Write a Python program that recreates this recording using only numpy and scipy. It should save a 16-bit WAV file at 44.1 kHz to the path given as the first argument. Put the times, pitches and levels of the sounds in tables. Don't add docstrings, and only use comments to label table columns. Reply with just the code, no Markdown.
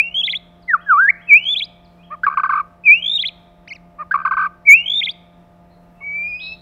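import sys
import numpy as np
from scipy import signal
from scipy.io import wavfile
from scipy.ndimage import uniform_filter1d

SR = 44100
rng = np.random.default_rng(int(sys.argv[2]) if len(sys.argv) > 2 else 0)


def undo_db(level):
    steps = np.asarray(level, float) / 20
    return 10 ** steps


def pcm_store(signal):
    levels = np.round(np.clip(np.atleast_2d(signal), -1, 1) * 32767)
    wavfile.write(sys.argv[1], SR, levels.astype(np.int16).T)


N = 291501
TIME = np.arange(N) / SR
YARD_DB = -24


def rms_one(x):
    return x / np.sqrt(np.mean(x ** 2) + 1e-20)


def drift(rate_hz):
    lowpass = signal.butter(4, rate_hz, fs=SR, output="sos")
    return rms_one(signal.sosfilt(lowpass, rng.standard_normal(N + SR))[SR:])


def band_noise(white, low_hz, high_hz):
    return signal.sosfilt(signal.butter(2, [low_hz, high_hz], "band", fs=SR, output="sos"), white)


def tone(hz, partials):
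    phase = 2 * np.pi * np.cumsum(hz) / SR
    total = 0
    for k, height in partials:
        total = total + height * np.sin(k * phase + k * k) * (k * hz < 20000)
    return total


def motor():
    # multiple of the shaft rate, level in dB.
    harmonics = [(2, -52), (3, -68), (4, -67), (6, -70), (7, -61), (8, -57), (10, -66), (14, -68)]
    hz = 86.9 * (1 + .002 * drift(1.5))
    return tone(hz, [(k, np.sqrt(2) * undo_db(db + 1.5 * np.roll(drift(6), k))) for k, db in harmonics])


def banded_noise(spectrum, patchy_db, patch_rate_hz):
    out = 0
    edges_hz = 22 * 2 ** np.arange(0, 10, .5)
    white = rng.standard_normal((2, N + SR))
    hz, level_db = np.transpose(spectrum)
    together = drift(patch_rate_hz)
    for k, (low_hz, high_hz) in enumerate(zip(edges_hz, edges_hz[1:])):
        band = band_noise(white[k % 2], low_hz, high_hz)[SR:]
        own = np.roll(together, k * N // 19)
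        band_db = np.interp(np.log(low_hz * high_hz) / 2, np.log(hz), level_db)
        out = out + band * undo_db(band_db + patchy_db * (.6 * together + own))
    return rms_one(out)


def air():
    # frequency in Hz, density in dB per Hz.
    air_colour = [(22, -14), (42, 0), (65, -1), (110, -6), (250, -12), (500, -15), (800, -15), (1050, -21),
                  (1400, -21), (2100, -28), (3200, -35), (5000, -41), (8000, -47), (14000, -46)]
    return undo_db(-53) * banded_noise(air_colour, patchy_db=.6, patch_rate_hz=5)


def throat(hz):
    # frequency in Hz, gain in dB.
    response = [(2300, 14), (3300, 0), (6500, 1), (7800, -2), (9500, -2), (11500, -9), (16000, -16)]
    corner_hz, gain_db = np.transpose(response)
    return undo_db(np.interp(np.log(hz), np.log(corner_hz), gain_db))


def glide(rows, edge_s):
    s, hz, *levels_db = np.transpose(rows)
    gate = np.clip(np.minimum(TIME - s[0] + edge_s, s[-1] + edge_s - TIME) / edge_s, 0, 1)
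    on = gate > 0
    pitch_hz, *heights = [uniform_filter1d(np.interp(TIME[on], s, column), size=133, mode="nearest")
                          for column in (hz, *undo_db(np.array(levels_db)))]
    return on, pitch_hz, [gate[on] * height for height in heights]


def trill(start_s, end_s, bead_s, top_hz, joined):
    start_hz, level_db, swell_db, swell_s = 3040, -13.8, -6, .04
    gap_db, bead_arch, droop_s, droop = -24, .08, .019, .15
    on = (TIME > start_s) & (TIME < end_s)
    t = TIME[on] - start_s
    u = t / (end_s - start_s)
    apart = np.clip((joined - u) / .35, 0, 1)
    arch = np.abs(np.sin(np.pi * t / bead_s))
    cusp = 1 - np.abs(2 * (t / bead_s % 1) - 1)
    ending = np.clip(1 - (end_s - start_s - t) / droop_s, 0, 1) ** 2
    bead = bead_arch * (.45 + .65 * joined) * (cusp ** 1.6 - .45) + .006 * drift(150)[on]
    hz = start_hz + (top_hz - start_hz) * np.sin(1.4 * u)
    hz = hz * (1 + bead * (1 - .5 * u) - droop * ending)
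    db = level_db + swell_db * np.clip(1 - t / swell_s, 0, 1)
    db = db + gap_db * (.07 + apart) * (1 - arch) ** 1.8
    db = db - 40 * (ending ** 4 + np.clip(1 - t / .004, 0, 1)) + .8 * drift(90)[on]
    return on, uniform_filter1d(hz, size=67), [uniform_filter1d(undo_db(db), size=67)]


def whistles(upper_power=.6, flutter_db=.5, broken_db=3):
    # time in seconds, pitch in Hz, crest in dB.
    scooped = [
        [(0, 2340, -3), (.018, 2580, -19), (.032, 2700, -23), (.06, 2740, -22), (.086, 2770, -24),
         (.101, 2800, -39), (.116, 2860, -31), (.135, 3030, -37)],
        [(1.272, 2530, -46), (1.286, 2650, -29), (1.293, 2580, -18), (1.316, 2290, -3), (1.335, 2280, .4),
         (1.367, 2490, -3.2), (1.385, 2700, -18), (1.405, 2880, -28), (1.444, 3040, -22)],
        [(2.84, 2500, -32), (2.854, 2590, -25), (2.87, 2420, -7), (2.888, 2290, -2.4), (2.905, 2320, -.9),
         (2.93, 2470, -2.0), (2.949, 2650, -11), (2.964, 2740, -17), (3.014, 2990, -31)],
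        [(4.652, 2180, -50), (4.668, 2370, -19.5), (4.69, 2230, 0), (4.71, 2200, 1.8), (4.74, 2420, .5),
         (4.755, 2590, -7), (4.772, 2710, -12.4), (4.834, 2890, -28), (4.851, 3020, -24)],
    ]
    # time in seconds, pitch in Hz, crest in dB.
    slurs = [
        [(.678, 2030, -50), (.685, 2070, -26), (.7, 1910, -12.5), (.718, 1740, -15), (.729, 1610, -23),
         (.735, 1560, -9), (.741, 1420, -3.7), (.754, 1170, -12), (.768, 1120, -35)],
        [(.864, 1700, -35), (.885, 1630, -25), (.91, 1450, -4.5), (.937, 1170, -6.2), (.966, 1130, -11),
         (1.005, 1500, -5.0), (1.018, 1580, -8.0), (1.059, 1630, -8.8), (1.071, 1740, -24)],
        [(1.071, 1740, -24), (1.084, 1750, -8.3), (1.093, 2010, -2.5), (1.098, 2400, -18), (1.104, 2190, -1.9),
         (1.109, 2100, -30)],
    ]
    # start and end in seconds, bead in seconds, top in Hz, share before beads join.
    trills = [
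        (.14, .221, .0197, 3420, .1),
        (1.449, 1.549, .017, 3600, 0.05),
        (3.0185, 3.183, .0185, 3800, .85),
        (4.855, 5.012, .0192, 3720, .72),
    ]
    # multiple of pitch, level in dB.
    whistle_partials = [(1, 0), (2, -52), (3, -63), (4, -60), (5, -66)]
    out = np.zeros(N)
    flutter = undo_db(.3 + flutter_db * drift(70))
    broken = broken_db * drift(60)
    stutter_db = -22 * np.sin(np.pi * 70 * TIME) ** 2
    notes = [glide(rows, edge_s=.003) for rows in scooped + slurs] + [trill(*row) for row in trills]
    for on, hz, (main,) in notes:
        opening_db = np.clip((hz - 2900) / 60, 0, 6)
        partials = []
        for k, db in whistle_partials:
            overtone_db = db + opening_db + np.roll(broken, 999 * k)[on]
            upper = main ** upper_power * throat(k * hz) * undo_db(overtone_db)
            partials.append((k, main if db == 0 else upper))
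        tail = np.clip(1 - main / .11, 0, 1) * np.clip((hz - 2700) / 150, 0, 1)
        unsteady = flutter[on] ** np.clip(1.5 - main, 0, 1)
        out[on] += unsteady * tone(hz, partials) * undo_db(stutter_db[on] * tail)
    return out


def yard(x):
    quick_t60_s, slow_t60_s, slow_db, gap_s = .36, 1.2, -36, .011
    t = np.arange(int(1.5 * SR)) / SR
    quick, slow = (rms_one(undo_db(-60 * t / t60_s)) / np.sqrt(len(t)) for t60_s in (quick_t60_s, slow_t60_s))
    onset = np.clip(t / gap_s - 1, 0, 1)
    response = rng.standard_normal(len(t)) * onset * (quick + undo_db(slow_db - YARD_DB) * slow)
    response = signal.lfilter(*signal.butter(1, 1100, "high", fs=SR), response)
    return signal.fftconvolve(x, response)[:N]


def puffs(rows, partials, stretch, crest, roundness, upper_power, rough=0, rasp_db=0):
    hz, swell = np.zeros(N), np.zeros(N)
    for s, length_s, start_hz, middle_hz, end_hz, crest_db in rows:
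        first = max(int((s - stretch * length_s) * SR), 0)
        at = slice(first, min(int((s + (1 + stretch) * length_s) * SR), N))
        u = np.clip(2 * (TIME[at] - s) / length_s - 1, -1, 1)
        pitch_hz = middle_hz + (end_hz - start_hz) / 2 * u + ((start_hz + end_hz) / 2 - middle_hz) * u * u
        through = np.linspace(0, 1, len(u)) ** (np.log(.5) / np.log(np.clip(crest, .1, .9)))
        shape = undo_db(crest_db) * np.abs(np.sin(np.pi * through)) ** roundness
        hz[at] = np.where(shape > swell[at], pitch_hz, hz[at])
        swell[at] = np.maximum(shape, swell[at])
    on = swell > 0
    hz = uniform_filter1d(np.interp(TIME, TIME[on], hz[on]), size=89) * (1 + rough * drift(250))
    top = swell.max()
    rasp = rasp_db * drift(380)
    upper = uniform_filter1d(top * (swell / top) ** upper_power, size=133)
    swell = uniform_filter1d(swell, size=67)
    heights = []
    for k, db in partials:
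        if k == 1:
            height = swell * undo_db(rasp + db)
        else:
            weak = db < 0
            height = upper * throat(k * hz) ** weak * undo_db(db + 2.5 * weak * np.roll(rasp, 99 * k))
        heights.append((k, height))
    return tone(hz, heights)


def zigzags():
    # start in seconds, length in seconds, bottom in Hz, crest in dB.
    scoops = [(.2205, .009, 2630, -26), (.2749, .0175, 2050, -16.5), (.3292, .018, 2080, -18),
              (1.549, .01, 2430, -21), (1.6034, .0125, 2260, -19), (3.18, .009, 2850, -24),
              (3.233, .0185, 2080, -19), (3.2898, .006, 2350, -28), (5.0111, .021, 2100, -17),
              (5.0665, .022, 2090, -18)]
    # start in seconds, length in seconds, top in Hz, crest in dB.
    rises = [(.2325, .0334, 4070, -12.3), (.2943, .026, 4350, -15.3), (.3497, .025, 3950, -16),
             (1.561, .0314, 4200, -13), (1.6183, .026, 4200, -15.6), (3.1901, .0309, 4150, -13),
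             (3.2529, .026, 4400, -14.4), (5.0326, .021, 4000, -13), (5.0889, .019, 3900, -16)]
    # start in seconds, top in Hz, crest in dB.
    falls = [(.2664, 3950, -15), (.3208, 4320, -18.4), (1.5929, 4270, -15.6), (3.2215, 4300, -15.3),
             (3.2809, 4290, -19), (5.055, 4170, -16)]
    # start in seconds, top in Hz, crest in dB.
    flicks = [
        (1.645, 5000, -34),
        (5.108, 4800, -36),
    ]
    # multiple of pitch, level in dB.
    warble_partials = [(1, 0), (2, -43), (3, -50), (4, -53)]
    rise_start_hz, shelf_hz, climb_db = 3060, 3470, -6
    fall_s, fall_end_hz, flick_s = .0095, 3120, .014
    scoop_in_hz, scoop_out_hz, scoop_least = 2640, 2830, 1.11
    up, climbs, down = [], [], []
    for s, length_s, hz, db in rises:
        up.append((s, .7 * length_s, rise_start_hz, .985 * shelf_hz, shelf_hz, db))
        climbs.append((s + .55 * length_s, .5 * length_s, shelf_hz, (shelf_hz + hz) / 2, hz, db + climb_db))
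    up += climbs
    for s, hz, db in flicks:
        up.append((s, flick_s, .87 * hz, hz, .88 * hz, db))
    for s, length_s, hz, db in scoops:
        least_hz = scoop_least * hz
        down.append((s, length_s, max(scoop_in_hz, least_hz), hz, max(scoop_out_hz, least_hz), db))
    for s, hz, db in falls:
        down.append((s, fall_s, hz, (hz + fall_end_hz) / 2, fall_end_hz, db))
    rising = puffs(up, warble_partials, stretch=.07, crest=.4, roundness=.8, upper_power=.45,
                   rough=.006, rasp_db=.7)
    falling = puffs(down, warble_partials, stretch=.04, crest=.6, roundness=.55, upper_power=.45,
                    rough=.005, rasp_db=.6)
    return rising + falling


def far_birds():
    # offset in seconds, length in seconds, start, middle and end pitch in Hz, crest in dB.
    far_figure = [
        (0, .022, 5200, 4400, 3900, -56),
        (.135, .05, 2400, 2480, 2700, -55),
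        (.183, .036, 2750, 3300, 2850, -51),
    ]
    figure_starts_s = [.623, 1.028, 1.432, 1.846]
    # start in seconds, length in seconds, start, middle and end pitch in Hz, crest in dB.
    far_calls = [
        (6.39, .03, 2700, 3400, 3800, -39),
        (6.41, .068, 3700, 3880, 3900, -31),
        (5.7, .06, 4000, 4150, 4000, -65),
        (5.95, .2, 2650, 2720, 2740, -60),
    ]
    figure = [(at + s, *shape, crest_db) for at in figure_starts_s for s, *shape, crest_db in far_figure]
    clear = puffs(figure, [(1, 0)], stretch=.1, crest=.5, roundness=.8, upper_power=1, rough=.004)
    hoarse = puffs(sorted(far_calls), [(1, 0)], stretch=.1, crest=.55, roundness=.8, upper_power=1,
                   rough=.028, rasp_db=2.2)
    return clear + hoarse


def clucks():
    # start in seconds, length in seconds, start, middle and end pitch in Hz, crest in dB.
    cluck_rows = [
        (2.103, .052, 520, 620, 530, -24),
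        (3.985, .05, 560, 620, 540, -22),
        (6.008, .02, 560, 560, 540, -46),
    ]
    # multiple of pitch, level in dB.
    cluck_partials = [(1, -19), (2, 0), (3, -34), (4, -36)]
    return puffs(cluck_rows, cluck_partials, stretch=.05, crest=.55, roundness=1.1, upper_power=.9,
                 rough=.025, rasp_db=1.3)


def chatter_puffs():
    # high voice start and low voice start in seconds, tick spacing in seconds, crest in dB.
    openings = [
        (2.2345, 2.2659, .0132, -5.4),
        (4.111, 4.1409, .0137, -6.3),
    ]
    # start in seconds, low puff count, spacing in seconds, low and high voice levels in dB.
    bursts = [
        (2.3727, 2, .0249, -6.2, -17),
        (2.4345, 2, .0245, -7.7, -16),
        (2.4934, 2, .029, -9, -14),
        (2.5323, 4, .0215, -9.5, -21),
        (4.2512, 2, .024, -8.3, -13.7),
        (4.3105, 2, .025, -9.5, -13),
        (4.3689, 5, .0222, -11, -12),
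    ]
    low_hz, high_hz, low_fade_db, high_fade_db, high_lag = 1095, 1550, 3.5, 8.0, .45
    tick_wait_s, tick_db, pip_db, pip_echo_s, pip_echo_db = .0335, -12, -5, .0217, -16
    low, high = [], []
    for pip_s, grunt_s, spacing_s, db in openings:
        high.append((pip_s, .02, .93 * high_hz, 1.035 * high_hz, 1.075 * high_hz, db + pip_db))
        high.append((pip_s + pip_echo_s, .0075, 1.07 * high_hz, 1.05 * high_hz, 1.06 * high_hz, db + pip_echo_db))
        low.append((grunt_s, .013, 1.19 * low_hz, 1.02 * low_hz, 1.02 * low_hz, db))
        low.append((grunt_s + spacing_s, .013, 1.08 * low_hz, 1.02 * low_hz, .98 * low_hz, db - 1.3))
        ticks_s = grunt_s + tick_wait_s
        for k in range(4):
            low.append((ticks_s + k * spacing_s, .007, 1.13 * low_hz, 1.06 * low_hz, 1.06 * low_hz, db + tick_db))
        for k in range(5):
            high.append((ticks_s + (k + .4) * spacing_s, .012, high_hz, high_hz, 1.04 * high_hz, db + 2 * tick_db))
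    for s, count, spacing_s, low_db, high_db in bursts:
        for k in range(count):
            middle_hz = low_hz * (1.05 if k else .98)
            last = k == count - 1
            length_s = .0175 if k == 0 else .0115 if count < 3 else .021
            puff_db = low_db - low_fade_db * k / (count - 1)
            low.append((s + k * spacing_s, length_s, 1.19 * low_hz, middle_hz, 1.02 * low_hz, puff_db))
            fill_db = high_db - high_fade_db * last * (count - 1) - 1.2 * k
            fill_s = s + (k + high_lag) * spacing_s
            high.append((fill_s, .016, .96 * high_hz, high_hz, .975 * high_hz, fill_db))
    return low, high


def chatter(cluck_sound):
    # multiple of pitch, level in dB.
    low_partials = [(1, 0), (2, -36), (3, -49), (4, -55), (8, -57)]
    # multiple of pitch, level in dB.
    high_partials = [(1, 0), (2, -43), (3, -46)]
    low_puffs, high_puffs = chatter_puffs()
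    low = puffs(low_puffs, low_partials, stretch=.06, crest=.25, roundness=1.1, upper_power=.9,
                rough=.016, rasp_db=1.2)
    high = puffs(high_puffs, high_partials, stretch=.04, crest=.3, roundness=.8, upper_power=.85,
                 rough=.008, rasp_db=.8)
    hiss = undo_db(8) * band_noise(rng.standard_normal(N), 1500, 2400)
    hiss += undo_db(1) * band_noise(rng.standard_normal(N), 3800, 4600)
    breath = undo_db(-32) * hiss * uniform_filter1d(np.abs(low + high + cluck_sound), size=89)
    return signal.sosfilt(signal.butter(6, 930, "high", fs=SR, output="sos"), low + high + breath)


def squeak():
    # start in seconds, length in seconds, start, middle and end pitch in Hz, crest in dB.
    squeak_rows = [
        (3.6755, .01, 1630, 2310, 2800, -32),
        (3.6865, .0135, 2800, 3000, 2950, -39),
        (3.7024, .0354, 2650, 2110, 3010, -26.4),
        (3.749, .02, 2910, 2480, 1860, -39),
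    ]
    # multiple of pitch, level in dB.
    squeak_partials = [(1, 0), (2, -17), (3, -40)]
    return puffs(squeak_rows, squeak_partials, stretch=.1, crest=.5, roundness=1.1, upper_power=.5,
                 rough=.004, rasp_db=.6)


def leaves():
    # time in seconds, level in dB.
    gust = [
        (0, -90),
        (5.6, -88),
        (5.75, -57),
        (5.95, -54),
        (6.61, -53),
    ]
    # frequency in Hz, density in dB per Hz.
    leaf_colour = [(70, 13), (200, -3), (1500, -15), (3000, -30), (8000, -38), (15000, -32)]
    level = undo_db(np.interp(TIME, *np.transpose(gust)))
    return level * banded_noise(leaf_colour, patchy_db=2.5, patch_rate_hz=15)


def soft_whistle(waver=.005, flutter_db=.7, breaks_s=6.34, broken_db=3.5):
    # time in seconds, pitch in Hz, crest in dB, octave partial in dB.
    soft_note = [(6.008, 2220, -42, -82), (6.07, 2260, -24.4, -76), (6.187, 2340, -20.5, -63),
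                 (6.272, 2420, -19.8, -56), (6.3, 2480, -27, -52), (6.322, 2420, -22, -53),
                 (6.4, 2520, -30, -49), (6.53, 2620, -30, -48), (6.56, 2640, -46, -85)]
    # multiple of pitch, level in dB.
    soft_partials = [(3, -48), (5, -52)]
    out = np.zeros(N)
    on, hz, (main, octave) = glide(soft_note, edge_s=.003)
    unsteady_db = np.interp(TIME[on], [breaks_s, breaks_s + .06], [flutter_db, broken_db])
    partials = [(1, main * undo_db(unsteady_db * drift(40)[on])), (2, octave)]
    partials += [(k, main * undo_db(db)) for k, db in soft_partials]
    out[on] = tone(hz * (1 + waver * drift(40)[on]), partials)
    return out


def songbird():
    cluck_sound = clucks()
    return whistles() + zigzags() + cluck_sound + chatter(cluck_sound) + squeak() + soft_whistle()


def scene():
    near, far = songbird(), far_birds()
    earlier = undo_db(-4) * np.sin(2 * np.pi * 2250 * TIME) * np.clip(1 - TIME / .03, 0, 1)
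    sent = undo_db(YARD_DB) * (near + earlier) + undo_db(-2) * far
    echoes = yard(sent * np.clip(TIME / .01, 0, 1))
    return (near + far + echoes + leaves() + air() + motor())[None]


def top_cut(x):
    return signal.sosfilt(signal.butter(12, 15870, fs=SR, output="sos"), x)


def record(dry):
    return top_cut(dry)


dry = scene()
out = record(dry)
pcm_store(out)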